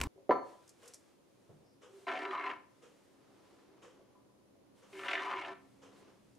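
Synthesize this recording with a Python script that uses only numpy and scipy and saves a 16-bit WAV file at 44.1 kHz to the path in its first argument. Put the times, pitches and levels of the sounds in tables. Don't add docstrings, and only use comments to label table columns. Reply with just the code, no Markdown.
import sys
import numpy as np
from scipy import signal
from scipy.fft import rfft, irfft
from scipy.io import wavfile

SR = 44100
rng = np.random.default_rng(int(sys.argv[2]) if len(sys.argv) > 2 else 0)


def int16_out(signal):
    q = np.round(np.clip(np.atleast_2d(signal).T, -1, 1) * 32767)
    wavfile.write(sys.argv[1], SR, q.astype(np.int16))


N = 281358
T = np.arange(N) / SR
RING_T = T[:SR * 4 // 5]

# pitch in Hz, level in dB under the hammer,
# level in dB along the path of the screws. In all tables, levels only compare one row with another.
BENCH = [(180, -16, -36), (268, -3, -12), (305, -20, -10), (335, -5, -24), (391, -15, -8), (426, -6, -16),
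         (461, -8, -24), (534, 0, -14), (572, -6, -10), (675, -2, -6), (750, -1, -7), (848, -7, -12),
         (996, 1, -3.5), (1026, -3, -1), (1134, -11, -5), (1187, 0, -12), (1214, -16, -8), (1252, -9, -11),
         (1326, -1, -20), (1352, -4, -5), (1486, -24, -12), (1567, -21, -11), (1772, -14, -3),
         (1918, -15, -11), (2112, -13, -5.5), (2153, -22, -6.5), (2195, -28, -9), (2336, -30, -10),
         (3040, -28, -15)]
BENCH_T60_S = 0.18
STEREO_WIDTH = 0.22


def undb(db):
    return 10 ** (np.asarray(db) / 20)


def unit(x):
    return x / np.sqrt(np.mean(x ** 2))


def pan(x, db):
    return x * undb(np.array([[db], [-db]]) / 2)


def band(x, hz, kind, order=4):
    return signal.sosfilt(signal.butter(order, hz, kind, fs=SR, output="sos"), x)


def noise(size, width=STEREO_WIDTH):
    mid, side = rng.standard_normal((2, size))
    return mid + width * band(side, 100, "high", order=2) * np.array([[1], [-1]])


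def fade(t60):
    return np.exp(-np.log(1000) * RING_T / t60)


def stroke(start, stop, attack, t60):
    rise = np.clip((T - start) / attack, 0, 1)
    return rise * np.exp(-np.log(1000) * np.maximum(T - stop, 0) / t60)


def swell(s, spread):
    return np.exp(-np.minimum(((T - s) / spread) ** 2, 50))


def wander(rate):
    return np.interp(T * rate, np.arange(512), rng.standard_normal(512))


def taps(rows):
    x = np.zeros(N)
    for s, db in rows:
        x[int(max(s, 0) * SR)] += undb(db)
    return x


def grains(rate, spread_db):
    hits = (rng.random(N) < rate / SR) * rng.choice([-1, 1], N)
    return hits * undb(spread_db * np.clip(rng.standard_normal(N), -2, 2))


def modes(rows):
    return sum((-1) ** k * undb(db) * np.sin(2 * np.pi * hz * RING_T) * fade(t60)
               for k, (hz, db, t60) in enumerate(rows))


def ring(x, response):
    return signal.oaconvolve(np.atleast_2d(x), np.atleast_2d(response), axes=1)[:, :N]


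def tint(x, colour, size=2048):
    hz, db = np.transpose(colour)
    grid_hz = np.maximum(np.arange(size // 2 + 1) * SR / size, 1)
    gains = undb(np.interp(np.log(grid_hz), np.log(hz), db))
    cepstrum = irfft(np.log(gains))
    cepstrum[1:size // 2] *= 2
    cepstrum[size // 2 + 1:] = 0
    response = irfft(np.exp(rfft(cepstrum)))
    return ring(x, response / np.linalg.norm(response))


def spray(impacts, decay, colour, width=STEREO_WIDTH):
    power = ring(impacts ** 2, decay ** 2)
    return tint(noise(N, width) * np.sqrt(np.abs(power)), colour)


def room(x, echo_db):
    hiss = noise(len(RING_T), width=0.67)
    low = band(hiss, 2404, "low", order=1)
    onset = np.clip(RING_T / 0.007 - .4, 0, 1)
    tail = (low * fade(t60=0.48) + (hiss - low) * fade(t60=0.31)) * onset
    return x + undb(echo_db) * ring(x, tail / np.linalg.norm(tail[0]))


def air():
    # pitch in Hz, level in dB.
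    hush_colour = [(15, -46.5), (25, -27), (113, -2.5), (156, -6.5), (349, 1.5), (445, -5.5), (537, -1),
                   (666, -11), (997, -13), (1570, -20.5), (7100, -26.5), (7910, -30.5), (9810, -26),
                   (15500, -38.5)]
    drone_notes = modes([(117.5, -1.0, 0.11), (203.0, -2.0, 0.25), (275.0, -7.0, 0.96)])
    drone = unit(ring(noise(N, width=0.52), drone_notes))
    hush = unit(tint(noise(N, width=0.99), hush_colour))
    return undb(-67.5) * hush + drone * undb(-82.5 + 2.5 * T)


def clock():
    # time in seconds, level in dB.
    beats = [(.811, -59.5), (1.808, -58), (2.811, -59.5), (3.812, -56.5), (4.811, -62), (5.811, -58)]
    # pitch in Hz, level in dB.
    tick_colour = [(250, -22), (400, 0), (500, 9), (650, -12), (1100, -4), (2200, -15), (3100, -11),
                   (4300, -25), (5500, -18), (6800, -18), (10000, -29), (14000, -46)]
    smear = (1 - np.exp(-(RING_T / 0.016) ** 2)) * (fade(0.38) + undb(4) * fade(0.52))
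    return spray(taps(beats), smear / smear.max(), tick_colour, width=0.4)


def rubbed_steel(s, db, spread, hz, width_hz):
    edges_hz = [hz - width_hz / 2, hz + width_hz / 2]
    return undb(db) * swell(s, spread) * unit(band(noise(N), edges_hz, "band", order=2))


def hands():
    # time in seconds, level in dB.
    releases = [(0.678, -50.5), (0.692, -44), (0.8327, -53), (0.8562, -50), (0.8776, -40), (0.882, -56),
                (0.9365, -39.5), (0.9434, -40), (6.351, -61)]
    # pitch in Hz, level in dB.
    finger_colour = [(1000, -18), (3500, -18), (5500, 0.5), (9000, -4.5), (12000, -12.5), (15000, -51)]
    # loudest moment in seconds, level in dB, spread in seconds.
    swishes = [(0.495, -67.5, 0.063), (0.65, -70.5, 0.1), (0.879, -65, 0.093), (1.075, -74.5, 0.071),
               (1.445, -78, 0.31), (2.001, -67, 0.096), (2.96, -73.5, 0.3), (3.503, -74, 0.18),
               (4.791, -70.5, 0.035), (5.007, -60, 0.11), (5.7, -77, 0.15), (5.986, -71, 0.04),
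               (6.203, -77, 0.45)]
    # pitch in Hz, level in dB.
    cloth_colour = [(80, -10), (500, 7), (1500, 1.5), (3500, -3), (6000, -5.5), (9000, -6), (13000, -17.5),
                    (16000, -23.5)]
    ticks = spray(taps(releases), undb(-1.5) * fade(0.045) + undb(-16.5) * fade(0.32), finger_colour)
    cloth = unit(tint(noise(N, width=0.37), cloth_colour))
    movement = sum(undb(db) * swell(s, spread) for s, db, spread in swishes)
    fingertip = rubbed_steel(s=1.705, db=-80, spread=.06, hz=5100, width_hz=900)
    return undb(-10.5) * ticks + fingertip + cloth * movement


def bench_ring(hits):
    return ring(hits, modes([(hz, db, BENCH_T60_S) for hz, _, db in BENCH]))


def bumps():
    # time in seconds, level in dB.
    nudge_times = [(.33, -51.5), (1.489, -51), (1.6, -58.5), (1.64, -66), (1.68, -81)]
    # pitch in Hz, level in dB.
    thump_colour = [(50, -7.5), (140, 12), (260, -0.5), (400, 4.5), (700, -2.5), (1100, -15.5), (2200, -30),
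                    (8000, -43)]
    nudges = taps(nudge_times)
    boards = band(bench_ring(nudges), 980, "low")
    soft_decay = fade(0.39) * (1 - np.exp(-RING_T / 0.0041))
    return undb(-4.0) * spray(nudges, soft_decay, thump_colour, width=.4) + undb(-20) * boards


def opening_clack():
    # time in seconds, level in dB.
    hits = [(.002, -31.5), (.0138, -17), (.0335, -29.5), (.0374, -26)]
    # pitch in Hz, level in dB.
    clack_colour = [(200, -5), (400, 1), (1000, -0.5), (2200, 2.5), (3000, -4), (4200, -9), (8000, -6),
                    (10000, -13), (14000, -20.5), (16000, -23)]
    # pitch in Hz, level in dB.
    rumble_colour = [(20, -3), (35, -12), (67, 8.5), (80, -17), (110, -4), (170, -18), (270, -3.5),
                     (440, -24), (700, -27), (1000, -11.5), (1500, -28.5), (3000, -33.5), (15000, -49)]
    clacks = spray(taps(hits), fade(0.012) + undb(-10.0) * fade(0.049), clack_colour)
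    rumble = unit(tint(noise(N), rumble_colour))
    dead_stop = np.clip((0.073 - T) / 0.00037, 0, 1)
    return (undb(-10.0) * clacks + undb(-39.0) * rumble) * dead_stop


def knocks(rows):
    falloff_db_per_octave = 34.5
    hz, _, path_db = np.transpose(BENCH)
    notes = np.sin(2 * np.pi * hz[:, None] * RING_T) * fade(BENCH_T60_S)
    directions = np.sign(rng.standard_normal((len(rows), len(hz))))
    out = np.zeros(N + len(RING_T))
    for (s, db, centre), direction in zip(rows, directions):
        blend = direction * undb(path_db - falloff_db_per_octave * np.abs(np.log2(hz / centre)))
        blend /= np.linalg.norm(blend)
        start = int(s * SR)
        out[start:start + len(RING_T)] += np.sqrt(2) * undb(db) * blend @ notes
    return out[:N]


def rocking():
    # time in seconds, level in dB, centre pitch in Hz.
    touches = [(.16, -55.5, 407), (.178, -56, 497), (3.69, -58.5, 328), (3.829, -72, 473),
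               (3.993, -59, 480), (4.15, -61.5, 927), (4.29, -70.5, 990), (4.41, -74, 995),
               (4.555, -65, 540), (4.63, -67, 332)]
    return room(undb(-2.0) * knocks(touches), echo_db=-5.5)


def rolling():
    # loudest moment in seconds, level in dB, spread in seconds.
    arcs = [(2.754, -62.5, 0.088), (3.4, -66.5, 0.35), (3.7, -58, 0.64), (4.686, -66.5, 0.13),
            (6.016, -53, 0.19)]
    # pitch in Hz, level in dB.
    roll_colour = [(50, -36), (100, -17), (200, -8.5), (330, 9), (600, -2), (1100, -5), (2000, -11),
                   (6000, -19), (14000, -50)]
    contacts = grains(rate=500, spread_db=3)
    boards = unit(band(bench_ring(contacts), 960, "low", order=2))
    mutter = unit(spray(contacts, fade(0.15), roll_colour, width=0.52))
    patter = unit(mutter + undb(-8.5) * boards)
    speed = sum(undb(db) * swell(s, spread) for s, db, spread in arcs)
    bass = band(patter, 740, "low", order=1)
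    brightness = (speed / speed.max()) ** 0.56
    return undb(-9.0) * speed * (bass + (patter - bass) * brightness)


def groan():
    # start in seconds, stop in seconds, level in dB.
    drags = [(1.886, 1.928, -61.5), (1.927, 1.988, -54.5), (2.01, 2.047, -60), (2.066, 2.108, -43),
             (2.206, 2.311, -43.5), (2.36, 2.503, -52), (4.924, 5.027, -50), (5.13, 5.198, -46),
             (5.236, 5.295, -46.5), (5.314, 5.387, -48.5), (5.426, 5.452, -51.5), (5.472, 5.533, -50)]
    pitch_hz, waver, flutter_db = 390.2, 0.03, 2.2
    pressure = sum(undb(db) * stroke(start, stop, attack=0.0135, t60=0.062) for start, stop, db in drags)
    phase = 2 * np.pi * np.cumsum(pitch_hz * (1 + waver * wander(75))) / SR
    return undb(-1.5) * unit(np.sin(phase) * undb(flutter_db * wander(50))) * pressure


def travelling(contacts):
    sway_db, sways_per_s = 2, 12
    decay = undb(-60 / BENCH_T60_S / SR)
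    out = 0
    for hz, _, db in BENCH:
        turn = 2 * np.pi * hz / SR
        drive = contacts * undb(db + sway_db * wander(sways_per_s)) * rng.choice([-1, 1])
        out = out + signal.lfilter([np.sin(turn)], [1, -2 * decay * np.cos(turn), decay ** 2], drive)
    return out


def skid(parts, start, run_up, stop, db, slowing_db_per_s, boom_db, hiss_db):
    full_speed_db = (boom_db, -3, -3.5, hiss_db)
    run_up_rise_db = (18, 27, 14.5, 13.5)
    leftward_db = (0, 3.5, 0.5, 0.5)
    age = T - start
    slowness = np.clip(1 - age / run_up, 0, 1)
    chatter = 0
    for part, full_db, rise_db, side_db in zip(parts, full_speed_db, run_up_rise_db, leftward_db):
        patchy_db = 1.8 * wander(30)
        chatter = chatter + pan(unit(part), side_db) * undb(full_db - rise_db * slowness + patchy_db)
    braking_db = slowing_db_per_s * np.maximum(age - run_up, 0)
    return chatter * undb(db - braking_db) * stroke(start, stop, attack=0.0025, t60=0.29)


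def skidding():
    # start, run-up time and stop in seconds, level in dB, fading in dB per
    # second, boom of the boards in dB, hiss of the thread in dB.
    flicks = [(2.067, 0.0023, 2.518, -38, 15, -1, -12.5), (4.927, 0.17, 5.495, -36, 21, -5.5, -9.5)]
    # pitch in Hz, level in dB.
    scrape_colour = [(90, -31), (190, -39), (280, -16), (480, -10), (720, 0.5), (1100, -6.5), (1600, 4),
                     (2300, -1.5), (2900, -4.5), (3600, -9), (4600, -14.5), (6500, -21), (10000, -29),
                     (14000, -46)]
    contacts = grains(rate=900, spread_db=3.5)
    scratch = unit(spray(contacts, fade(0.022), scrape_colour))
    chatter = scratch + undb(5.5) * unit(travelling(contacts))
    parts = (band(chatter, 845, "low"), band(chatter, [880, 1450], "band"),
             band(chatter, [1520, 2750], "band"), band(chatter, 2750, "high"))
    return sum(skid(parts, *flick) for flick in flicks)


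def board_spots(x):
    # time in seconds, spread in seconds, pitch in Hz, boost or cut in dB.
    spots = [(2.21, 0.032, 1050, -10), (2.4, .13, 1170, 8), (2.37, 0.1, 690, -3), (2.29, 0.042, 2600, -5),
             (2.465, .05, 2300, 4), (5.13, 0.026, 1080, -10.5), (5.335, .07, 1100, 9.5),
             (5.442, .02, 2900, 5.5), (5.501, 0.069, 690, 9), (5.55, .065, 2400, 0)]
    for s, spread, hz, db in spots:
        near_pitch = band(x, [hz / 1.2, hz * 1.2], "band", order=1)
        x = x + (undb(db * swell(s, spread)) - 1) * near_pitch
    return x


def screws():
    # time in seconds, tick level in dB, ring level in dB, ring pitch in Hz.
    hops = [(2.071, -53, -44, 630), (2.082, -25, -32.5, 1450), (2.087, -24.5, -40, 706),
            (2.116, -28, -35, 1340), (2.154, -25.5, -37.5, 650), (2.174, -27, -37.5, 640),
            (2.252, -27, -37, 1350), (2.309, -25.5, -40, 1240), (2.331, -37, -32, 1230),
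            (2.35, -28, -31.5, 1010), (2.376, -33, -31, 1050), (2.408, -34.5, -46, 2150),
            (2.438, -36, -38, 1230), (2.464, -28.5, -48, 1520), (2.469, -40, -36, 1000),
            (2.477, -35, -35.5, 1100), (2.5, -29.5, -45, 2040), (2.513, -29, -42.5, 1070),
            (4.93, -39, -60, 2200), (4.993, -33, -45.5, 1280), (5.035, -34, -38, 1470),
            (5.083, -18.5, -33.5, 1620), (5.091, -19.5, -42, 1400), (5.112, -20, -42, 2200),
            (5.132, -15, -36, 690), (5.153, -20, -33, 1820), (5.176, -22.5, -32.5, 1900),
            (5.193, -24, -35.5, 1430), (5.22, -40, -36.5, 1120), (5.257, -33, -35.5, 1160),
            (5.312, -27.5, -34, 1010), (5.335, -28, -39, 1020), (5.37, -27.5, -37, 1010),
            (5.384, -32, -51, 1150), (5.42, -32, -42, 750), (5.449, -30.5, -48, 704),
            (5.486, -55, -46, 1710)]
    # pitch in Hz, level in dB.
    hop_colour = [(100, -27), (200, -33), (300, -18), (700, -22), (1300, 4), (2000, 13), (2900, 10.5),
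                  (3800, -3), (5200, -13.5), (7000, -20), (9500, -52), (14000, -46)]
    # time in seconds, level in dB, spread in seconds,
    # pitch in Hz.
    thin_rings = [(2.11, -61, .035, 4010), (2.36, -66.5, 0.088, 3990), (2.46, -63, .022, 4140),
                  (5.093, -52.5, 0.055, 2807), (5.15, -56, 0.065, 3556), (5.393, -60, 0.071, 2860)]
    skids = undb(-5.5) * skidding()
    blows = taps([(s, db) for s, db, _, _ in hops])
    ticks = undb(-12.0) * tint(blows, hop_colour)
    rattle = undb(-14.5) * spray(blows, fade(0.05), hop_colour)
    boards = undb(-4.5) * knocks([(s, db, hz) for s, _, db, hz in hops])
    steel = sum(rubbed_steel(*row, width_hz=38) for row in thin_rings)
    wood = band(board_spots(skids + ticks + rattle) + boards, 219, "high")
    return room(wood + groan() + steel, echo_db=-12.5)


def pushes(rows):
    force = np.zeros(N)
    for s, db, contact_ms in rows:
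        hump = swell(s, contact_ms / 1000 / np.pi)
        force += undb(db) * hump / hump.sum()
    return force


def hammer():
    # time in seconds, level in dB, contact time in milliseconds.
    landings = [(.2930, 3, 0.27), (.2981, 6, 0.45), (.3048, -1, 0.64), (.3148, -3.5, 0.3)]
    # pitch in Hz, level in dB, t60 in seconds.
    steel_notes = [(4412, -71, 0.75), (4368, -68.5, 0.55), (4338, -73, 0.5), (6400, -75, 0.55),
                   (6425, -81, .4), (10190, -74, .55), (10700, -78, .2)]
    # pitch in Hz, level in dB.
    grit_colour = [(100, -22.5), (300, -1.5), (750, 4.5), (1300, -4.5), (1600, -19), (2100, -11.5),
                   (2700, -26), (4500, -30.5), (7000, -58.5), (14000, -66)]
    # pitch in Hz, level in dB.
    rim_colour = [(500, -21.5), (1300, -6), (1900, 8), (2500, -17), (3050, -10), (3700, -28), (6000, -37),
                  (14000, -48)]
    rim_s, judder_s, judder_hz, settling_db_per_s = .3086, .023, 1000, 349
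    board_flex = modes([(344.0, -1.0, 0.029), (498.0, 1, 0.044), (703.0, -0.5, 0.047)])
    thud = band(ring(pushes(landings), undb(-21.5) * board_flex), 300, "high", order=2)
    settling = undb(-20.5 - settling_db_per_s * np.maximum(T - rim_s, 0))
    on_rim = stroke(rim_s, rim_s + judder_s, attack=0.0007, t60=.025)
    judder = np.sin(2 * np.pi * judder_hz * T) * settling * on_rim
    rim = taps([(rim_s, 0)])
    bench_notes = modes([(hz, db, 1.45 * BENCH_T60_S) for hz, db, _ in BENCH])
    boards = band(ring(rim, bench_notes), 3000, "low", order=2)
    first_touch = taps([(landings[0][0], -9)])
    grit = spray(rim + first_touch, fade(0.083) + undb(-14.5) * fade(0.4), grit_colour)
    crack = undb(-14.5) * tint(rim, rim_colour) + undb(-38.5) * spray(rim, fade(.04), rim_colour)
    wood = pan(thud, -1.4) + pan(judder, 1.4) + undb(-35) * boards + undb(-28.0) * grit + crack
    steel = ring(rim, modes(steel_notes))
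    return room(wood, echo_db=-10.0) + room(steel, echo_db=-2.6)


def scene():
    return (opening_clack() + hammer() + screws() + rolling() + rocking()
            + bumps() + hands() + clock() + air())


def record(dry):
    return signal.sosfilt(signal.ellip(8, .2, 70, 15500, fs=SR, output="sos"), dry)


dry = scene()
out = record(dry)
int16_out(out)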